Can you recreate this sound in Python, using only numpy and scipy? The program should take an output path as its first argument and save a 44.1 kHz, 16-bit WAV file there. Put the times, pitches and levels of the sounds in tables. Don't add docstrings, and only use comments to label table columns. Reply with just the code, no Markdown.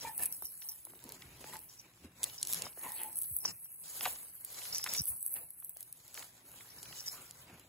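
import sys
import numpy as np
from scipy import signal
from scipy.fft import rfft, irfft
from scipy.io import wavfile
from scipy.ndimage import uniform_filter1d

SR = 44100
rng = np.random.default_rng(int(sys.argv[2]) if len(sys.argv) > 2 else 0)


def natural_amplitude(level_db):
    exponent = np.asarray(level_db, float) / 20
    return 10 ** exponent


def store_pcm(level_fs):
    pcm = np.round(np.clip(level_fs, -1, 1) * 32767).astype(np.int16)
    wavfile.write(sys.argv[1], SR, np.atleast_2d(pcm).T)


N = 338688
T = np.arange(N) / SR
HZ = np.fft.rfftfreq(N, 1 / SR)

# fullest moment in seconds, level in dB, rise and fall over 20 dB in seconds.
STIRS = [(.09, -48, 0.26, 0.18), (.235, -36.5, 0.14, 0.092), (.33, -44.5, 0.085, 0.18),
         (.445, -46.5, 0.088, 0.35), (.66, -47, 0.31, 0.36), (1.15, -61, 1.9, 1), (1.48, -54.5, 0.13, 0.36),
         (1.6, -54.5, 0.43, 0.28), (1.72, -64, 0.45, 0.3), (2.05, -61, 0.14, 0.055),
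         (2.25, -48.5, 0.077, 0.35), (2.5, -43, 0.087, 0.3), (2.85, -48, 0.3, 0.36),
         (2.975, -42, 0.22, 0.26), (3.175, -42.5, 0.11, 0.31), (3.385, -42.5, 0.29, 0.19),
         (3.72, -53.5, 1.3, 0.46), (4.05, -42.5, 0.49, 0.42), (4.4, -60.5, 1, 1), (4.68, -46, 0.66, 0.33),
         (4.95, -43, 0.28, 0.17), (5.085, -36, 0.065, 0.14), (5.33, -38.5, 0.32, 0.16), (5.6, -54, 0.32, 1),
         (5.8, -59, 0.18, 0.093), (6.19, -49, 0.075, 0.13), (6.57, -57.5, 0.4, 0.96),
         (6.98, -52.5, 0.33, 0.76), (7.12, -52, 0.56, 0.14), (7.42, -60, 0.12, 0.23)]
# fullest moment in seconds, scrape in dB, rumble in dB, length within 20 dB in seconds.
SHOVES = [(0.056, -51.5, -61, 0.15), (0.22, -48, -63, 0.22), (0.312, -83, -67.5, 0.5),
          (0.442, -61, -55, 0.02), (1.092, -62.5, -66.5, 0.56), (1.255, -60, -65, 0.5),
          (1.404, -60.5, -67, .5), (1.535, -58, -58.5, 0.3), (1.856, -60.5, -74, 0.17),
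          (2.052, -59.5, -62, 0.25), (2.248, -52.5, -62, 0.2), (2.554, -55.5, -62, 0.48),
          (2.638, -47.5, -57, 0.16), (2.858, -48, -59.5, 0.13), (3.011, -45, -67, 0.2),
          (3.124, -74, -64.5, 0.3), (3.325, -82, -70, 1), (3.482, -54.5, -57.5, 0.17),
          (4.06, -53, -66, 0.44), (4.582, -58.5, -79, 0.3), (4.728, -58.5, -64.5, 0.22),
          (4.919, -50, -62.5, 0.24), (5.005, -67, -39, 0.0268), (5.122, -60, -59, 0),
          (5.381, -56, -64.5, 0.19), (6.204, -57, -75, 0.18), (6.592, -64, -74, 1.65),
          (6.898, -57.5, -65, 0.4), (7.207, -59.5, -69.5, 0.5), (7.531, -53.5, -63.5, 0.4)]
# low and high edge in Hz, place between controls (0 rumble, 1 scrape,
# 2 low hiss, 3 top hiss), level in dB, share of cracks (0-1), share unlike between channels (0-1).
RUSTLE_BANDS = [(29.8, 90, 0., -3.5, 0.031, 0.0017), (92.7, 188.8, 0., -1.5, 0.11, 0.00055),
                (200.7, 406, 0.52, -6, 0.22, 0.00087), (414, 1064, 1.3927, -5, 0.39, 0.0032),
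                (1055, 2240, 1.5, -3, 0.32, 0.4), (2214, 2860, 1.27, -6, 0.25, 0.41),
                (2870, 4090, 1.75, -3, 0.29, 0.48), (4030, 6330, 2, -0.5, 0.29, 0.55),
                (6380, 7930, 2., -0.8, 0.61, 0.026), (8097, 10390, 3., -2, 0.28, 0.0036),
                (10500, 12800, 3., -4, 0.43, 0.015), (12900, 15600, 3., -6.5, 0.23, 0.025)]
# start in seconds, peak in dB, ring in Hz, body below 8 kHz in dB.
SNAPS = [(.1796, -15, 8850, 0), (.235, -16, 10800, -8), (.261, -16.5, 9600, -6), (.6881, -29, 12600, -3),
         (1.122, -30, 10100, -2.5), (2.2325, -17.5, 8500, -0.5), (2.2414, -15.5, 8900, 1),
         (2.4295, -17, 8000, 2.2), (2.4513, -29, 8000, 1.5), (2.4724, -23.5, 9900, -0.5),
         (2.5273, -19, 8900, -1), (2.5343, -14.5, 10900, -5), (2.5451, -21.5, 10100, 1),
         (2.6216, -20, 7000, -2.3), (3.0342, -19, 10200, -10), (3.1887, -17, 9000, -7),
         (3.2216, -16, 11000, -3), (3.2335, -18, 9000, -4), (3.366, -15, 10900, 0),
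         (4.4488, -20.5, 10500, -1.5), (4.7826, -22, 10000, -2), (4.8417, -22, 10500, 2.5),
         (4.9373, -17.5, 10300, -5.5), (5.0187, -22.5, 12300, -1), (5.0561, -20, 12200, -8),
         (5.2284, -18.5, 9400, -8.5), (5.2635, -15, 10100, 2.5), (5.695, -26, 14200, -7),
         (6.83, -28.5, 7900, -3), (7.3102, -31.5, 7500, 0.5)]
# start in seconds, peak in dB.
MORE_SNAPS = [(0.2574, -16), (0.3253, -22), (0.4226, -28), (0.852, -28), (1.0406, -36.5), (1.092, -32),
              (1.5917, -33), (2.237, -22), (2.415, -34), (2.9205, -25), (3.017, -25), (3.1705, -22),
              (3.388, -19), (5.278, -24), (5.34, -20), (5.506, -30.5), (5.601, -32.5), (5.647, -25.5),
              (5.7701, -28.5), (5.8069, -27.5), (5.829, -27), (5.9267, -28), (6.08, -39.5), (6.144, -31.5),
              (7.597, -40), (.72, -31.5), (1.5683, -34.5), (2.484, -30), (2.493, -33), (2.5176, -26),
              (3.1295, -30), (3.1577, -22), (3.181, -27), (3.205, -30), (3.2165, -23), (3.241, -25),
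              (3.374, -30), (5.039, -27), (5.089, -25), (6.367, -51), (6.517, -39)]
# start in seconds, low modes in dB,
# second pair of modes against them in dB, top modes in dB.
JINGLES = [(.0094, -46, -1, -59), (.3254, -39.5, -1, -38), (0.423, -48, -2, -38), (0.4475, -45, -2, -39),
           (.458, -41.5, 0, -47), (0.613, -45, -1, -51), (0.6875, -36.5, 0, -38), (1.69, -55.5, 1, -65),
           (1.7725, -56.5, -8, -60), (1.79, -52, -1, -60), (2.38, -44, -8, -67),
           (2.6507, -43.5, -14, -85.5), (3.3394, -54, -1, -43), (3.403, -31, -4, -38.5),
           (3.453, -31.5, -4, -46), (3.487, -41.5, -8, -58), (3.6443, -49, -2, -42.5),
           (4.7249, -35, -17, -59), (4.7472, -37.5, -1.5, -61), (4.7584, -34, -6, -57),
           (4.782, -39.5, -11, -59.5), (4.826, -36, -11, -58), (4.889, -39, -10, -64),
           (4.912, -43, -3, -62), (4.9488, -39, -11, -47), (4.974, -37, -3, -48), (4.982, -32, -10, -50),
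           (4.993, -32, -2, -41), (6.701, -55.5, -7, -64), (6.984, -50.5, -4, -57), (6.998, -44, -3.5, -61),
           (7.062, -38, -3.5, -58), (7.075, -38, -12, -64), (6.785, -55.5, -15, -67),
           (7.262, -58, -14, -71)]
# pitch in Hz, level in dB, 60 dB decay in seconds.
BELL_MODES = [(5070, -4, 0.049), (5300, 1.5, 0.14), (5920, 8, 0.072), (6400, -14, 0.026),
              (12600, 1.5, 0.058), (13450, -6, 0.037)]
# start in seconds, peak in dB, ring in Hz.
KNOCKS = [(.423, -42.5, 600), (0.62, -45, 2890), (.869, -47.5, 646), (.935, -49, 587), (1.22, -41.5, 2980),
          (1.442, -38.5, 520), (1.536, -39, 955), (2.297, -43, 4580), (2.666, -34, 848), (2.774, -41, 534),
          (3.451, -32, 887), (3.656, -60.5, 1340), (4.0088, -38, 1190), (4.055, -24, 1603),
          (4.061, -23.5, 792), (4.073, -31.5, 710), (4.159, -47, 1170), (4.617, -42, 2700),
          (4.653, -41.5, 2160), (4.796, -42.5, 1220), (4.8625, -27.5, 1680), (4.873, -34.5, 1510),
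          (4.948, -30, 3720), (5.624, -55.5, 1055), (5.765, -49.5, 680), (6.175, -37, 1805),
          (6.225, -41.5, 2470), (6.539, -45, 790), (6.608, -48.5, 1410), (6.856, -46, 2320),
          (6.926, -44, 1845)]
# start in seconds, peak in dB, ring in Hz.
THUMPS = [
    (1.046, -55, 306),
    (2.041, -54.5, 294),
    (3.306, -52, 127),
    (3.321, -56, 83.4),
    (4.997, -42, 118),
    (5.096, -53, 90),
]
# start in seconds, peak in dB, ring in Hz.
CLAWS = [(0.62, -46, 2860), (0.905, -49, 2400), (0.9516, -46, 3575), (0.9911, -46, 4550),
         (1.0251, -45, 6810), (1.066, -46.5, 4340), (1.1004, -36.5, 4440), (1.2221, -35.5, 2900),
         (1.4416, -35, 2430), (1.5559, -34, 1580), (1.6886, -50, 5030), (1.937, -51, 4160),
         (1.9989, -54, 7040), (2.1789, -48, 7090), (2.7292, -46, 4030), (2.813, -41, 4440),
         (2.8394, -42, 2050), (3.839, -40, 7290), (4.0089, -23, 2880), (4.0542, -22, 1940),
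         (4.545, -34, 6020), (4.574, -36, 7050), (4.5885, -30.5, 6000), (4.6533, -32, 7040),
         (4.7596, -26, 5310), (4.8623, -30, 1740), (4.9038, -32, 6720), (5.3457, -52, 2270),
         (5.3592, -42, 1770), (5.9998, -56, 7220), (6.148, -39.5, 4500), (6.1514, -32.5, 4390),
         (6.1664, -39, 6840), (6.1764, -40.5, 1770), (6.2242, -39, 2440), (6.6074, -53, 2160),
         (6.9269, -35.5, 2150), (7.0254, -36, 6960)]
# fullest moment in seconds,
# length within 20 dB in seconds, level in dB, resonance in Hz, its width in Hz.
SCUFFS = [(0.073, 0.04, -48, 1750, 110), (0.062, 0.06, -53, 2360, 110), (2.995, 0.13, -54, 3000, 500),
          (.047, .025, -50, 540, 150), (2.975, .16, -58, 4300, 500), (.098, .04, -54, 1800, 110),
          (2.865, .12, -51, 950, 120), (0.2, .12, -53, 750, 350), (0.247, 0.08, -60, 2400, 900),
          (0.915, 0.2, -63.5, 320, 120), (1.051, .07, -58.5, 338, 151), (1.09, 0.14, -57, 380, 120),
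          (1.088, 0.3, -64, 940, 90), (1.49, 0.2, -59, 862, 50), (1.53, .05, -58, 1900, 300),
          (1.537, 0.07, -57, 1000, 120), (1.56, -0.11, -47, 1550, 600), (2.835, .06, -54.5, 1060, 90),
          (2.857, 0.3, -57.5, 1900, 200), (2.878, 0.02, -50.5, 1020, 60), (3.005, .1, -54, 2000, 350),
          (3.01, -0.02, -50, 1750, 200), (3.06, 0.15, -56, 860, 50), (7.528, .15, -65.5, 1300, 500),
          (4.052, 0.09, -42.5, 3000, 1200), (4.764, 0.1, -45.5, 6400, 1500), (5.101, -0.03, -57, 2020, 400),
          (5.122, 0.08, -61.5, 950, 450), (5.134, 0.15, -63, 108, 60), (5.366, 0.01, -47, 1800, 900),
          (5.374, 0.16, -62, 620, 300), (6.88, -0.2, -59, 200, 150), (6.91, -0.02, -57, 640, 200),
          (2.05, 0.1, -58, 290, 200), (7.142, .03, -56, 1100, 500), (7.17, 0.17, -59, 1240, 300),
          (7.222, 0.2, -66.5, 1400, 248)]
# fullest moment in seconds, level in dB, rise and fall over 20 dB in seconds.
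DRAGS = [
    (.125, -64, 0.033, 0.06),
    (.706, -68, 0.12, 0.068),
    (1.552, -56, 0.09, 0.042),
    (2.868, -50.5, 0.061, 0.089),
    (3.06, -60, 0.12, 0.12),
]
# pitch in Hz, width in Hz, level in dB.
STICK_MODES = [(885.6, 30, 1), (1003, 16, -7), (1800, 440, -6), (2330, 16, -19)]
# start in seconds, peak in dB, ring in Hz, 60 dB decay in seconds.
TAPS = [(.047, -30.5, 915, .06), (.0715, -32, 905, .055), (.092, -33.5, 885, .045), (.109, -45, 890, .05),
        (.122, -47, 885, .08), (.05, -44, 2330, .06), (.068, -42, 2390, .045), (.196, -41, 1760, .045),
        (.222, -42, 1770, .06), (1.532, -48, 870, .12), (2.866, -46, 1030, .07), (2.902, -42, 880, .04),
        (3.013, -48, 865, .1), (3.041, -47, 865, .12), (3.086, -45, 700, .012), (4.056, -34, 732, .07),
        (4.057, -37, 1935, .04), (6.539, -50, 900, .015), (6.6075, -40, 2200, .008),
        (6.928, -42, 2000, .006)]
# from and to in seconds, depth at start and at end in dB.
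DUCKS = [(0, 0.063, -4, 4.4), (0.092, 0.177, 11, 32), (0.188, 0.27, 17, 19.5), (0.274, .32, 27.5, 20),
         (0.32, 0.99, 21, 14.6), (1.594, 1.693, 15, 14.7), (2.698, 2.934, 19.5, 14), (2.936, 3.017, 26, 21),
         (3.02, 3.238, 18, 23.7), (3.256, 3.43, 26.5, 36), (3.529, 3.829, 24.5, 25.8),
         (3.82, 4.149, 7, 13.3), (4.171, 4.448, 16.5, 16.6), (4.446, 4.533, 12, 9.4),
         (5.012, 5.347, 18.5, 35), (5.342, 5.753, 21.5, 25.4), (5.747, 5.986, 13, 14.3),
         (6.255, 6.44, 7, 4.9), (6.434, 6.795, 11, 5.5), (7.026, 7.294, 8, 6.8)]
# pitch in Hz, lead in radians.
PHASE_TURN = [(0, 0), (6400, 0), (7200, 0), (9100, -np.pi), (11300, -2 * np.pi), (13650, -3 * np.pi),
              (15600, -4 * np.pi)]

DUCK_REST_DB, DUCK_EDGE_S = 5, .02
SNAP_DUCK, BELL_DUCK = 1.09, .79
REST_RIBBON_DB, REST_SCRAPE_DB, REST_RUMBLE_DB = -82.5, -76.5, -75.5
SHOVE_RISE_SHARE, SCUFF_RISE_SHARE = .49, .34
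MORE_SNAP_HZ, MORE_SNAP_BODY_DB = 10800, -2.5
KNOCK_T60_S, KNOCK_LAG_S = .022, .00004
CLAW_Q, CLAW_TAIL, CLAW_TAIL_S = 1.2, .1, .0015
TAP_RISE_S = .006
HUM_HZ, HUM_DB = 118.6, -75
ROOM_T60_S, ROOM_DB = .2, -18
BELL_TURN_RAD = 1.99
SETTLE_RAD, SETTLE_SWING_RAD, NOTCH_DRIFT = .92, .28, .005
PATCH_LOW_DB, PATCH_TOP_DB = 3, 2


def rustle():
    lead = controls()
    cracks = grains(1800, 6.7)
    bunching = 1.83 * walk(45)
    alike, unlike = 0, 0
    for lo, hi, place, db, grain, loose in RUSTLE_BANDS:
        k = int(place)
        grain, loose = np.clip(grain, 0, 1), np.clip(loose, 0, 1)
        lead_db = lead[k] + (place - k) * (lead[k + 1] - lead[k])
        gain = natural_amplitude(lead_db + db + grain * 2 * bunching + 1.42 * walk(25))
        crackle = unit(band(cracks * natural_amplitude(2.7 * rng.standard_normal(N)), lo, hi))
        hiss, other_hiss = (unit(band(rng.standard_normal(N), lo, hi)) for _ in range(2))
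        blend = np.sqrt(grain) * crackle + np.sqrt(1 - grain) * hiss
        alike = alike + gain * blend * np.sqrt(1 - loose)
        unlike = unlike + gain * np.sqrt(loose) * other_hiss
    return alike, unlike


def controls():
    s, scrape_db, rumble_db, length = np.transpose(SHOVES)
    rise, fall = SHOVE_RISE_SHARE * length, (1 - SHOVE_RISE_SHARE) * length
    rumble = swells(zip(s, rumble_db, 1.23 * rise, 1.2 * fall), REST_RUMBLE_DB)
    rumble = rumble + 1.5 - .14 * ducking(T)
    scrape = swells(zip(s, scrape_db, rise, fall), REST_SCRAPE_DB)
    top = swells(STIRS, REST_RIBBON_DB)
    return rumble, scrape, top - ducking(T), top, top


def snaps():
    top, low = np.zeros(N), np.zeros(N)
    creases = list(SNAPS) + [(s, db, MORE_SNAP_HZ, MORE_SNAP_BODY_DB) for s, db in MORE_SNAPS]
    fizz = rng.standard_normal((len(creases), 400))
    fizz = fizz * abs(fizz) * np.exp(-T[:400] / .0021)
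    for (s, db, hz, body_db), tail in zip(creases, fizz):
        crack = .12 * tail
        crack[:40] *= np.linspace(.2, 1.2, num=40)
        crack[40] += 1
        strip = signal.lfilter(*signal.iirpeak(hz, 2.2, fs=SR), crack)
        add(top, s - 40 / SR, natural_amplitude(db + 10) * (strip + .22 * crack))
        add(low, s - 40 / SR, natural_amplitude(db + body_db - SNAP_DUCK * ducking(s) + 14.5) * crack)
    low = signal.lfilter(*signal.butter(2, 4600, "high", fs=SR), low) + .07 * low
    air = natural_amplitude(-43) * band(top, 16300, 17300)
    return band(top, 8060, 15600) + air + band(low, 330, 10300)


def bell():
    out = np.zeros(N)
    chance = rng.standard_normal((len(JINGLES), len(BELL_MODES)))
    t = T[:int(.2 * SR)]
    contact = np.minimum(t / .0004, 1)
    for (s, db, pair_db, top_db), detune in zip(JINGLES, chance):
        db = db - BELL_DUCK * ducking(s + t)
        blow = (db, db, db + pair_db, db + pair_db, top_db, top_db)
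        for (hz, mode_db, t60), level, r in zip(BELL_MODES, blow, detune):
            tone = ring(hz * (1 + .0026 * r), t60, .2)
            add(out, s, natural_amplitude(level + mode_db + 3.5) * contact * tone)
    out *= natural_amplitude(2.6 * walk(180) + 4 * walk(700) - 2.5)
    return band(out, 4000, 15600)


def boards():
    out = np.zeros(N)
    t = T[:4000]
    rattle = rng.standard_normal((len(KNOCKS), len(t)))
    for (s, db, hz), noise in zip(KNOCKS, rattle):
        chirp = np.sin(2 * np.pi * hz * (.6 * t + .0028 * (1 - np.exp(-t / .0022))))
        chirp = chirp * np.exp(-t / .0035) * np.minimum(t / .0006, 1)
        edges = [.5 * hz, min(3.02 * hz, 4400)]
        wood = signal.lfilter(*signal.butter(3, edges, "band", fs=SR), noise)
        wood = wood * np.exp(-np.log(1000) * t / KNOCK_T60_S)
        add(out, s, natural_amplitude(db) * (.69 * chirp + 1.48 * wood))
    for s, db, hz in THUMPS:
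        sag = np.sin(2 * np.pi * hz * (.72 * t + .0065 * (1 - np.exp(-t / .0048))))
        push = np.sin(np.pi * np.minimum(t / .026, 1))
        add(out, s, natural_amplitude(db + 4.5) * sag * push)
    return out


def claws():
    out = np.zeros(N)
    fizz = rng.standard_normal((len(CLAWS), 600)) * np.exp(-T[:600] / CLAW_TAIL_S)
    for (s, db, hz), tail in zip(CLAWS, fizz):
        tick = CLAW_TAIL * tail
        tick[20] += 1
        tick = signal.lfilter(*signal.iirpeak(hz, CLAW_Q, fs=SR), tick)
        add(out, s, natural_amplitude(db + 1) * tick / abs(tick).max())
    return band(out, 970, 8000)


def scuffs():
    out = np.zeros(N)
    lead_in = .08
    t = T[:12000] - lead_in
    chance = rng.standard_normal((len(SCUFFS), 2, len(t)))
    for (s, length, db, hz, width), (hiss, slips) in zip(SCUFFS, chance):
        rub = hiss + np.clip(slips, -3, 3) ** 5 * (abs(slips) > 2.3) / 20
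        peak = signal.iirpeak(hz, hz / (1.5 * width), fs=SR)
        tone = unit(signal.lfilter(*peak, signal.lfilter(*peak, rub)))
        fade = np.where(t < 0, -t / SCUFF_RISE_SHARE, t / (1 - SCUFF_RISE_SHARE)) / max(length, .005)
        skip = max(int((lead_in - s) * SR), 0)
        add(out, s - lead_in, (tone * natural_amplitude(db - 20 * fade))[skip:])
    return out


def stick():
    slips = unit(grains(1500, 5.6)) + .5 * rng.standard_normal(N)
    body = np.zeros(N)
    for hz, width, db in STICK_MODES:
        body += natural_amplitude(db) * unit(signal.lfilter(*signal.iirpeak(hz, hz / width, fs=SR), slips))
    gain = uniform_filter1d(natural_amplitude(swells(DRAGS, -120)), size=400)
    return body * gain * natural_amplitude(3.05 * walk(70) - 1.5)


def taps():
    out = np.zeros(N)
    t = T[:int(.2 * SR)]
    for s, db, hz, t60 in TAPS:
        contact = np.minimum(t / min(TAP_RISE_S, t60 / 12), 1)
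        add(out, s, natural_amplitude(db) * ring(hz, t60, .2) * contact)
    return out


def hum():
    level = natural_amplitude(HUM_DB + 5 - .55 * ducking(T) + 1.8 * walk(6.8))
    drift = 1.7 * np.cumsum(walk(20)) * 20 / SR
    return level * np.sin(2 * np.pi * HUM_HZ * T + drift)


def room(x):
    t = T[:int(.35 * SR)]
    tails = rng.standard_normal((2, len(t))) * np.exp(-np.log(1000) * t / ROOM_T60_S) * (t > .004)
    tails /= np.sqrt(np.sum(tails ** 2, axis=1, keepdims=True))
    return natural_amplitude(ROOM_DB) * signal.fftconvolve(x[None], tails, axes=1)[:, :N]


def ducking(t):
    spells = [np.interp(t, [a - DUCK_EDGE_S, a, b, b + DUCK_EDGE_S], [0, d0, d1, 0])
              for a, b, d0, d1 in DUCKS]
    return np.maximum(np.max(spells, axis=0), DUCK_REST_DB)


def widen(x, radians):
    return np.array([irfft(rfft(x) * np.exp(side * .5j * radians), N) for side in (1, -1)])


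def wander(x):
    hz, t, z = signal.stft(x, SR, nperseg=1024)
    shift, swing = (unit(uniform_filter1d(rng.standard_normal(len(t)), size=7)) for _ in range(2))
    turn = np.interp(hz[:, None] * (1 + NOTCH_DRIFT * shift), *np.transpose(PHASE_TURN))
    turn = settled(turn, np.clip(SETTLE_RAD + SETTLE_SWING_RAD * swing, .45, 1.2))
    return signal.istft(z * np.exp(.5j * np.array([turn, -turn])), SR, nperseg=1024)[1][:, :N]


def settled(radians, reach):
    nearest = np.round(radians / np.pi) * np.pi
    off = radians - nearest
    return nearest + np.sign(off) * np.maximum(abs(off) - reach, 0) * np.pi / (np.pi - 2 * reach)


def patchy(x):
    mid_side = np.array([x[0] + x[1], x[0] - x[1]]) / 2
    hz, t, z = signal.stft(mid_side, SR, nperseg=1024)
    fine, coarse = rng.standard_normal((2, *z.shape))
    fine = unit(uniform_filter1d(uniform_filter1d(fine[0], size=4, axis=0), size=2, axis=1))
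    coarse = unit(uniform_filter1d(uniform_filter1d(coarse, size=9, axis=1), size=8, axis=2))
    depth_db = np.where(hz < 7950, PATCH_LOW_DB * np.minimum(hz / 2000, 1), PATCH_TOP_DB)[:, None]
    gain = natural_amplitude(depth_db * fine - depth_db ** 2 * np.log(10) / 20)
    ducked = np.clip((ducking(t) - 8) / 22, 0, 1)
    exposed = np.interp(hz, [2300, 3300, 4400, 5500, 6400, 7900, 8000, 12000, 13500],
                        [0, 1.2, .7, 1.05, .7, 1.1, 0, 0, .33])[:, None]
    kept = coarse > -2.6 + exposed * (1.7 + 1.8 * ducked + 2.5 * (hz[:, None] > 8000))
    mid, side = signal.istft(z * gain * kept, SR, nperseg=1024)[1][:, :N]
    return np.array([mid + side, mid - side])


def swells(rows, rest_db):
    t = T[::100]
    power = natural_amplitude(rest_db) ** 2
    for s, db, rise, fall in rows:
        away = np.where(t < s, (s - t) / max(rise, .005), (t - s) / max(fall, .005))
        power = power + natural_amplitude(db - 20 * away) ** 2
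    return np.interp(T, t, 10 * np.log10(power))


def walk(rate):
    k = int(SR / rate)
    return 1.254 * uniform_filter1d(np.repeat(rng.standard_normal(N // k + 1), k), k)[:N]


def grains(rate, spread_db):
    size = natural_amplitude(spread_db * np.minimum(rng.exponential(size=N), 2.9)) * rng.choice([-1, 1], N)
    return size * (rng.random(N) < rate / SR)


def ring(hz, t60, seconds):
    t = T[:int(seconds * SR)]
    return np.sin(2 * np.pi * hz * t) * np.exp(-np.log(1000) * t / t60)


def unit(x):
    return x / np.sqrt(np.mean(x ** 2))


def band(x, lo_hz, hi_hz):
    above = np.clip((HZ / lo_hz - 1) / .03 + .5, 0, 1)
    below = np.clip((1 - HZ / hi_hz) / .03 + .5, 0, 1)
    return irfft(rfft(x) * np.sqrt(above * below), N)


def add(out, s, x):
    i = max(int(s * SR), 0)
    out[i:i + len(x)] += x[:N - i]


def scene():
    alike, unlike = rustle()
    knocks, jingle = boards() + stick(), bell()
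    turn = np.interp(HZ, *np.transpose(PHASE_TURN))
    struck = widen(snaps(), turn)
    struck += widen(knocks + scuffs() + taps() + claws(), 2 * np.pi * HZ * KNOCK_LAG_S)
    struck += widen(jingle, turn + BELL_TURN_RAD * (HZ < 7000))
    steady = wander(alike + hum()) + unlike * np.array([[1], [-1]])
    return struck + patchy(steady + room(band(knocks + jingle, 870, 6500)))


def band_limit(x):
    return signal.sosfilt(signal.butter(12, 16980, fs=SR, output="sos"), x)


def record(dry):
    mix = signal.sosfilt(signal.butter(3, 55, "high", fs=SR, output="sos"), dry)
    return band_limit(mix)


dry = scene()
out = record(dry)
store_pcm(out)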